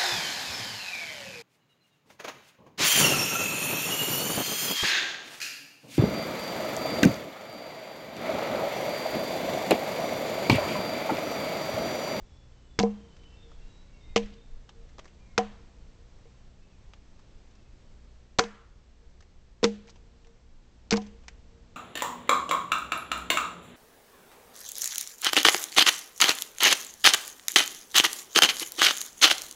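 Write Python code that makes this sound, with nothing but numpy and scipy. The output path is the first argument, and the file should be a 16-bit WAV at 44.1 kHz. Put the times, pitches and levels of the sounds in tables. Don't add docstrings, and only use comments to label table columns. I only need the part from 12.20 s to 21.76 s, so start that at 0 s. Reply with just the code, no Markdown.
import sys
import numpy as np
from scipy import signal
from scipy.io import wavfile
from scipy.ndimage import uniform_filter1d

SR = 44100
rng = np.random.default_rng(int(sys.argv[2]) if len(sys.argv) > 2 else 0)


def volts(x):
    e = np.asarray(x, float) / 20
    return 10 ** e


def output_pcm(signal):
    pcm = np.clip(np.atleast_2d(signal).T, -1, 1) * 32767
    wavfile.write(sys.argv[1], SR, np.round(pcm).astype(np.int16))


N = 421596

# (time [s], peak level [dB], brightest pitch
# [Hz], dull part [dB])
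FIBRE_CRACKS = [(0.5886, -19, 3950, 4), (0.5909, -8, 5700, 3), (0.5977, -13.5, 3780, 5.5),
                (0.605, -26, 3570, 8), (0.614, -32, 6100, -16), (0.6288, -22, 5090, -11),
                (1.9601, -8.5, 2600, 9), (1.9654, -14.5, 2970, -13.5), (1.9753, -15.5, 2670, -10.5),
                (1.9858, -55, 2520, -28), (3.1783, -9.5, 3240, 6.5), (3.1827, -18.5, 2100, -3),
                (3.1886, -33, 2300, 19), (7.4288, -24, 2500, -5), (7.4342, -19.5, 996, -4.5),
                (7.4408, -8.5, 3590, -9.5), (7.4418, -7, 1556, -1.5), (7.4489, -19, 2530, 4.5),
                (7.4553, -29.5, 2390, -11.5), (8.7079, -11, 5020, -9), (8.7156, -17.5, 4160, 16.5),
                (8.7244, -14, 2480, -16), (8.7314, -20.5, 2210, -6), (8.7384, -16, 1095, 8.5),
                (8.7598, -22.5, 4140, 8), (8.768, -21, 5200, -27), (8.7724, -27, 4150, 8),
                (8.8164, -42.5, 4790, -3), (8.8644, -43.5, 5820, 1),
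                (6.186, -10.5, 4030, 0.5),
    (6.1888, -12.5, 1470, 6.5),
    (6.1919, -6, 1150, -11),
    (6.1943, -11, 2520, 0),
    (6.198, -27, 2380, 2),
    (6.2069, -29, 5570, -5),
    (6.2375, -27.5, 3560, 18),
    (6.275, -54, 1690, 4),
]
# (time [s], peak level [dB], brightest pitch [Hz], dull part [dB])
CHIP_LANDINGS = [(0.966, -56.5, 2980, 0.5), (1.034, -57.5, 2840, -4), (1.316, -56, 1100, 1),
                 (2.059, -49.5, 2300, -26), (2.136, -56.5, 3570, -20), (2.491, -45.5, 3140, 2),
                 (2.689, -59, 2000, -12), (2.782, -42.5, 697, 4.5), (2.791, -42.5, 2800, 3),
                 (2.844, -52, 2010, -1), (2.854, -49.5, 1200, 4), (2.878, -55, 2500, -8),
                 (4.735, -45.5, 2670, -1), (4.991, -58.5, 1150, -17), (5.309, -62, 1220, -17.5),
                 (5.352, -58.5, 4950, 0.5), (7.005, -49, 1430, -4), (7.024, -52.5, 2300, -3),
                 (7.672, -51, 1790, -7), (7.678, -53, 3120, -13), (7.686, -47.5, 2000, 0),
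                 (7.694, -50, 4800, 2), (7.699, -49, 5500, -15.5), (7.758, -54.5, 2500, 0),
                 (8.046, -57.5, 2970, -3), (8.069, -56, 2010, 1.5), (9.037, -59, 2840, 6),
                 (9.081, -36.5, 2360, -4), (9.086, -59, 1470, -13), (9.129, -69, 1200, 2)]
# (time [s], thud [dB], first mode [dB], second mode [dB], third mode [dB])
PUSHES = [(.589, -9, -35, -23.5, -33.5), (.604, -34.5, -21, -48, -25), (.634, -25, -20, -16, -22),
          (1.961, -16, -24, -15.5, -28.5), (3.180, -18.5, -27.5, -17.5, -30), (3.190, -42.5, -50, -26, -17),
          (4.055, -58, -80, -52, -66), (6.188, -14, -29.5, -32, -23), (6.193, -30, -43.5, -22, -37.5),
          (6.200, -24, -32, -20.5, -46), (6.240, -47, -37.5, -34, -46), (7.430, -35, -25.5, -17, -39.5),
          (7.442, -17.5, -17.5, -11, -36), (8.719, -23.5, -47, -26.5, -39), (8.726, -24, -16.5, -20.5, -53),
          (8.739, -21, -30, -28, -55), (8.776, -26, -35.5, -37.5, -31)]
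# (frequency [Hz], t60 [s])
LOG_MODES = [(207, 0.35), (465, 0.16), (745, 0.11), (1010, 0.1)]
# (frequency [Hz], level re thud [dB], t60 [s])
SHORT_MODES = [(297, -16.5, 0.11), (577, -9.5, 0.0095), (823, -25, 0.12), (1209, -16.5, 0.033),
               (1580, -12, 0.016), (2206, -7.5, 0.02)]
# (band centre [Hz], t60 [s], level [dB])
SCATTER = [(313.8, 0.71, -24.5), (590, 0.33, -21), (837, 0.66, -23.5), (1320, 0.59, -22), (1750, .5, -21.5),
           (2300, 0.54, -20.5), (3340, 0.61, -24.5), (4670, .35, -24), (7304, 0.51, -22.5)]
# (delay [s], spread [s], level [dB])
EDGE_ECHOES = [
    (0.124, 0.023, -31.5),
    (0.201, 0.02, -32),
    (0.359, 0.034, -39),
    (0.502, 0.06, -38.5),
    (.622, .03, -33.5),
    (0.781, 0.03, -41.5),
]
# (time [s], rise [s], t60 [s], low [Hz], high [Hz], level [dB])
HOLLOW = (6.215, .05, .8, 1150, 1500, -53)
# (time [s], length [s], start [Hz], end [Hz], level [dB])
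BIRD_NOTES = [(.04, .18, 5500, 5450, -80), (.05, .2, 3450, 3430, -74), (.3, .2, 3050, 2960, -77),
              (.4, .12, 7700, 7680, -76), (.47, .11, 3500, 3480, -74), (.72, .14, 3200, 3120, -73),
              (.9, .055, 3030, 3030, -69), (.975, .17, 3030, 3025, -69), (1.07, .14, 2730, 2680, -72),
              (1.16, .11, 3620, 3610, -68), (1.15, .25, 3400, 3350, -76), (1.38, .14, 2700, 2780, -75),
              (1.46, .18, 3830, 3900, -71), (1.715, .06, 2750, 2750, -69), (1.68, .14, 2270, 2200, -73),
              (1.8, .15, 3650, 3740, -68), (1.83, .12, 2110, 2080, -68), (1.885, .06, 2440, 2450, -73),
              (2.1, .17, 3600, 3680, -74), (2.99, .1, 2400, 2360, -74), (3.06, .11, 2200, 2130, -72),
              (3.3, .12, 2300, 2400, -79), (4.4, .15, 2650, 2550, -78), (5.33, .15, 2650, 2580, -79)]
# (first [s], last [s], rate [1/s], start [Hz], end [Hz], level [dB])
TWITTER = (.95, 1.9, 12, 4700, 5800, -80)
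# (time [s], background level [dB])
BACKGROUND_LEVEL = [(0, -60.5), (.5, -62), (.9, -59), (1.5, -59.5), (2.3, -61.5), (3.4, -60), (4.2, -61.5),
                    (5.8, -61.5), (6.1, -62.5), (6.4, -64.5), (7.0, -63.5), (7.4, -65), (7.7, -62), (8.4, -64),
                    (8.9, -62), (9.56, -61.5)]
# (frequency [Hz], density [dB per Hz])
HISS_SPECTRUM = [(47, -35.5), (80, -5.5), (124, -3.5), (148, -21), (183, -8), (207, -9.5), (389, -11.5),
                 (464, -7.5), (513, -13.5), (1320, -21), (6430, -26.5), (7680, -16), (9000, -44.5),
                 (11700, -89), (19800, -120)]
# (start [s], length [s], level [dB])
GUSTS = [(0.004, 0.05, -39), (0.6, 0.046, -41), (1.326, 0.195, -45), (1.882, 0.064, -38), (2.02, 0.06, -37),
         (2.277, 0.158, -38), (2.496, 0.044, -44), (2.616, 0.042, -39.5), (3.245, 0.094, -47.5),
         (3.58, 0.052, -38), (4.665, 0.054, -36.5), (6.843, 0.062, -40.5)]
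# (order [multiples of its rotation], level [dB rms])
MOTOR_ORDERS = [(2, -56.5), (3, -71), (4, -66), (5, -70), (6, -67.5), (7, -73), (8, -70.5), (9, -80.5),
                (10, -74.5), (12, -78)]


def rms_one(x):
    return x / np.sqrt(np.mean(x ** 2) + 1e-20)


def band(x, low_hz, high_hz):
    return signal.sosfilt(signal.butter(2, [low_hz, high_hz], "band", fs=SR, output="sos"), x)


def drift(rate):
    hop = 40
    pole = np.exp(-2 * np.pi * rate * hop / SR)
    noise = rng.standard_normal(N // hop + 2002)
    slow = signal.lfilter([1], [1, -2 * pole, pole * pole], noise)[2000:]
    return np.interp(np.arange(N) / hop, np.arange(len(slow)), rms_one(slow))


def ring(clicks, hz, t60):
    r, w = volts(-60 / (t60 * SR)), 2 * np.pi * hz / SR
    return signal.lfilter([0, np.sin(w)], [1, -2 * r * np.cos(w), r * r], clicks + 1e-18)


def snaps(events, low_hz, top_hz, t60_s, quicker, at_db):
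    out, t = np.zeros(N), np.arange(SR // 11) / SR
    white = rng.standard_normal((len(events), len(t)))
    sizes = rng.exponential(1, (len(events), len(t)))
    for k, (s, peak_db, hz, dull_db) in enumerate(events):
        dies = np.clip(t60_s * 2 ** (quicker * (at_db - peak_db) / 10), .004, .12)
        grains = white[k] * volts(5 * np.minimum(sizes[k], 4))
        shower = rms_one(band(grains, 2200, top_hz))
        shower += 1.1 * rms_one(band(grains, hz / 1.41, hz * 1.284))
        shower += volts(min(dull_db, 8)) * rms_one(band(grains, low_hz, 1200))
        shower *= volts(-60 * t / dies) * np.minimum(t / 0.00068, 1)
        i = round(s * SR)
        out[i:i + len(t)] += (volts(peak_db) * shower / np.abs(shower).max())[:N - i]
    return out


def fibre_cracks():
    return snaps(FIBRE_CRACKS, 500, 7000, t60_s=0.022, quicker=.4, at_db=-15)


def log():
    pushes = np.array(PUSHES)
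    at = np.round(pushes[:, 0] * SR).astype(int)
    thud_db, third_db = pushes[:, 1], pushes[:, 4]
    uneven_db, out = rng.normal(0, 1, (len(pushes), len(SHORT_MODES))), np.zeros(N)
    fourth_db = -8.5 + 0.47 * thud_db + 0.53 * third_db
    bending_db = [*pushes[:, 2:5].T, fourth_db]
    modes = [(hz, t60, db) for (hz, t60), db in zip(LOG_MODES, bending_db)]
    modes += [(hz, t60, thud_db + db + uneven_db[:, k]) for k, (hz, db, t60) in enumerate(SHORT_MODES)]
    modes += [(121.0, 0.031, thud_db - 9)]
    for k, (hz, t60, levels_db) in enumerate(modes):
        clicks = np.zeros(N)
        clicks[at] = volts(levels_db) * (-1) ** k
        out += ring(clicks, hz, t60)
    return uniform_filter1d(out, size=9, origin=4)


def chip_landings():
    return snaps(CHIP_LANDINGS, 400, 7600, t60_s=0.035, quicker=0.25, at_db=-45)


def trees(x):
    out, white, late = 0, rng.standard_normal((2, N)), round(0.0051 * SR)
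    near = volts(-120 / (.11 * SR))
    for k, (hz, t60, db) in enumerate(SCATTER):
        far = volts(-120 / (t60 * SR))
        power = band(x, hz / 1.106, hz * 1.116) ** 2 + 1e-18
        slow = signal.lfilter([1 - far], [1, -far], power)
        fast = signal.lfilter([1 - near], [1, -near], slow * 0 + power)
        returned = np.r_[np.zeros(late), (slow + volts(7.0) * fast)[:-late]]
        wash = rms_one(band(white[k % 2], hz / 1.57, hz * 1.495))
        out = out + volts(db + 7) * np.sqrt(returned) * wash
    return out * volts(1.2 * drift(45))


def echoes(x):
    t = np.arange(SR) / SR
    shape = sum(volts(db) * np.exp(-.5 * ((t - delay) / spread) ** 2) / (spread * SR)
                for delay, spread, db in EDGE_ECHOES)
    trunks = np.cos(2 * np.pi * 461 * t) + 3 * rng.standard_normal(SR)
    return band(signal.fftconvolve(x, shape * trunks)[:N], 420, 520)


def hollow():
    s, rise, t60, low_hz, high_hz, db = HOLLOW
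    t = np.maximum(np.arange(N) / SR - s, 0)
    level = volts(db - 60 * t / t60 + 3 * drift(25)) * np.minimum(t / rise, 1)
    return level * rms_one(band(rng.standard_normal(N), low_hz, high_hz))


def twitter():
    first, last, per_s, from_hz, to_hz, chirp_db = TWITTER
    chance = rng.normal(0, 1, (40, 3))
    return [(s + .015 * a, .025, from_hz + 250 * b, to_hz + 250 * b, chirp_db + 3 * c)
            for s, (a, b, c) in zip(np.arange(first, last, 1 / per_s), chance)]


def birds():
    out, hang = np.zeros(N), np.arange(SR // 4) / SR
    flutter = volts(3 * drift(40))
    waver = 1 + .004 * drift(25) + .011 * drift(120)
    for s, length, start_hz, end_hz, db in BIRD_NOTES + twitter():
        i, n = round(s * SR), round(length * SR)
        hz = np.r_[np.linspace(start_hz, end_hz, n), end_hz + 0 * hang]
        echo_db = -5 + 10 * np.log10(min(length / .15, 1))
        shape = np.r_[np.sin(np.linspace(0, 2.6, n)) ** .4, volts(echo_db - 60 * hang / .9)]
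        phase = 2 * np.pi * np.cumsum(hz * waver[i:i + len(hz)]) / SR
        out[i:i + len(hz)] += volts(db + 3.0) * shape * np.sin(phase)
    return out * flutter


def leaves():
    patchy_db = -0.37
    out, together, edges = 0, drift(2.5), 70 * 2 ** np.arange(0, 7.2, 1 / 3)
    white, (table_hz, table_db) = rng.standard_normal((2, N)), np.transpose(HISS_SPECTRUM)
    for k, (low, high) in enumerate(zip(edges, edges[1:])):
        level_db = np.interp(np.log(low * high) / 2, np.log(table_hz), table_db)
        flicker_db = patchy_db * (together + 0.4 * drift(23))
        out = out + volts(level_db + flicker_db) * band(white[k % 2], low, high)
    return out / np.std(band(out, 230, 7000))


def wind(hiss_db):
    usual_db, t = hiss_db.mean(), np.arange(N) / SR
    level_db = usual_db + 7 + 0.69 * (hiss_db - usual_db)
    puffs = sum(volts(db - 1.5) * np.exp(-.5 * ((t - s - length / 2) / (0.31 * length)) ** 2)
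                for s, length, db in GUSTS)
    deep = np.hypot(volts(level_db + 2 * drift(10)), puffs)
    upper = volts(level_db - 4.5 + 2.2 * drift(4.0))
    rumble = deep * rms_one(band(rng.standard_normal(N), 12, 31))
    return rumble + upper * rms_one(band(rng.standard_normal(N), 30, 80))


def motor():
    turns = 29.97 * np.arange(N) / SR
    return sum(volts(db - 2.0 + 2.5 * drift(.6)) * np.sin(2 * np.pi * (order * turns + rng.random()))
               for order, db in MOTOR_ORDERS)


def scene():
    hiss_db = np.interp(np.arange(N) / SR, *np.transpose(BACKGROUND_LEVEL))
    blows = volts(0.5) * fibre_cracks() + log() + volts(7.0) * chip_landings()
    returns = trees(blows) + echoes(blows) + hollow()
    hum = volts(1.4 * (hiss_db - hiss_db.mean())) * motor()
    wood = volts(hiss_db - 3.5) * leaves() + wind(hiss_db) + hum
    return (blows + returns + birds() + wood)[None]


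def roll_off(x):
    return signal.sosfilt(signal.butter(12, 9380, fs=SR, output="sos"), x)


def record(dry):
    notch_hz, notch_width_hz, top_hz = 6810, 130, 6910
    x = signal.lfilter(*signal.iirnotch(notch_hz, notch_hz / notch_width_hz, fs=SR), dry)
    x = signal.sosfilt(signal.butter(6, top_hz, fs=SR, output="sos"), x)
    x = signal.sosfilt(signal.cheby2(12, 80, 10300, fs=SR, output="sos"), x)
    return roll_off(x)


dry = scene()
out = record(dry)
output_pcm(out)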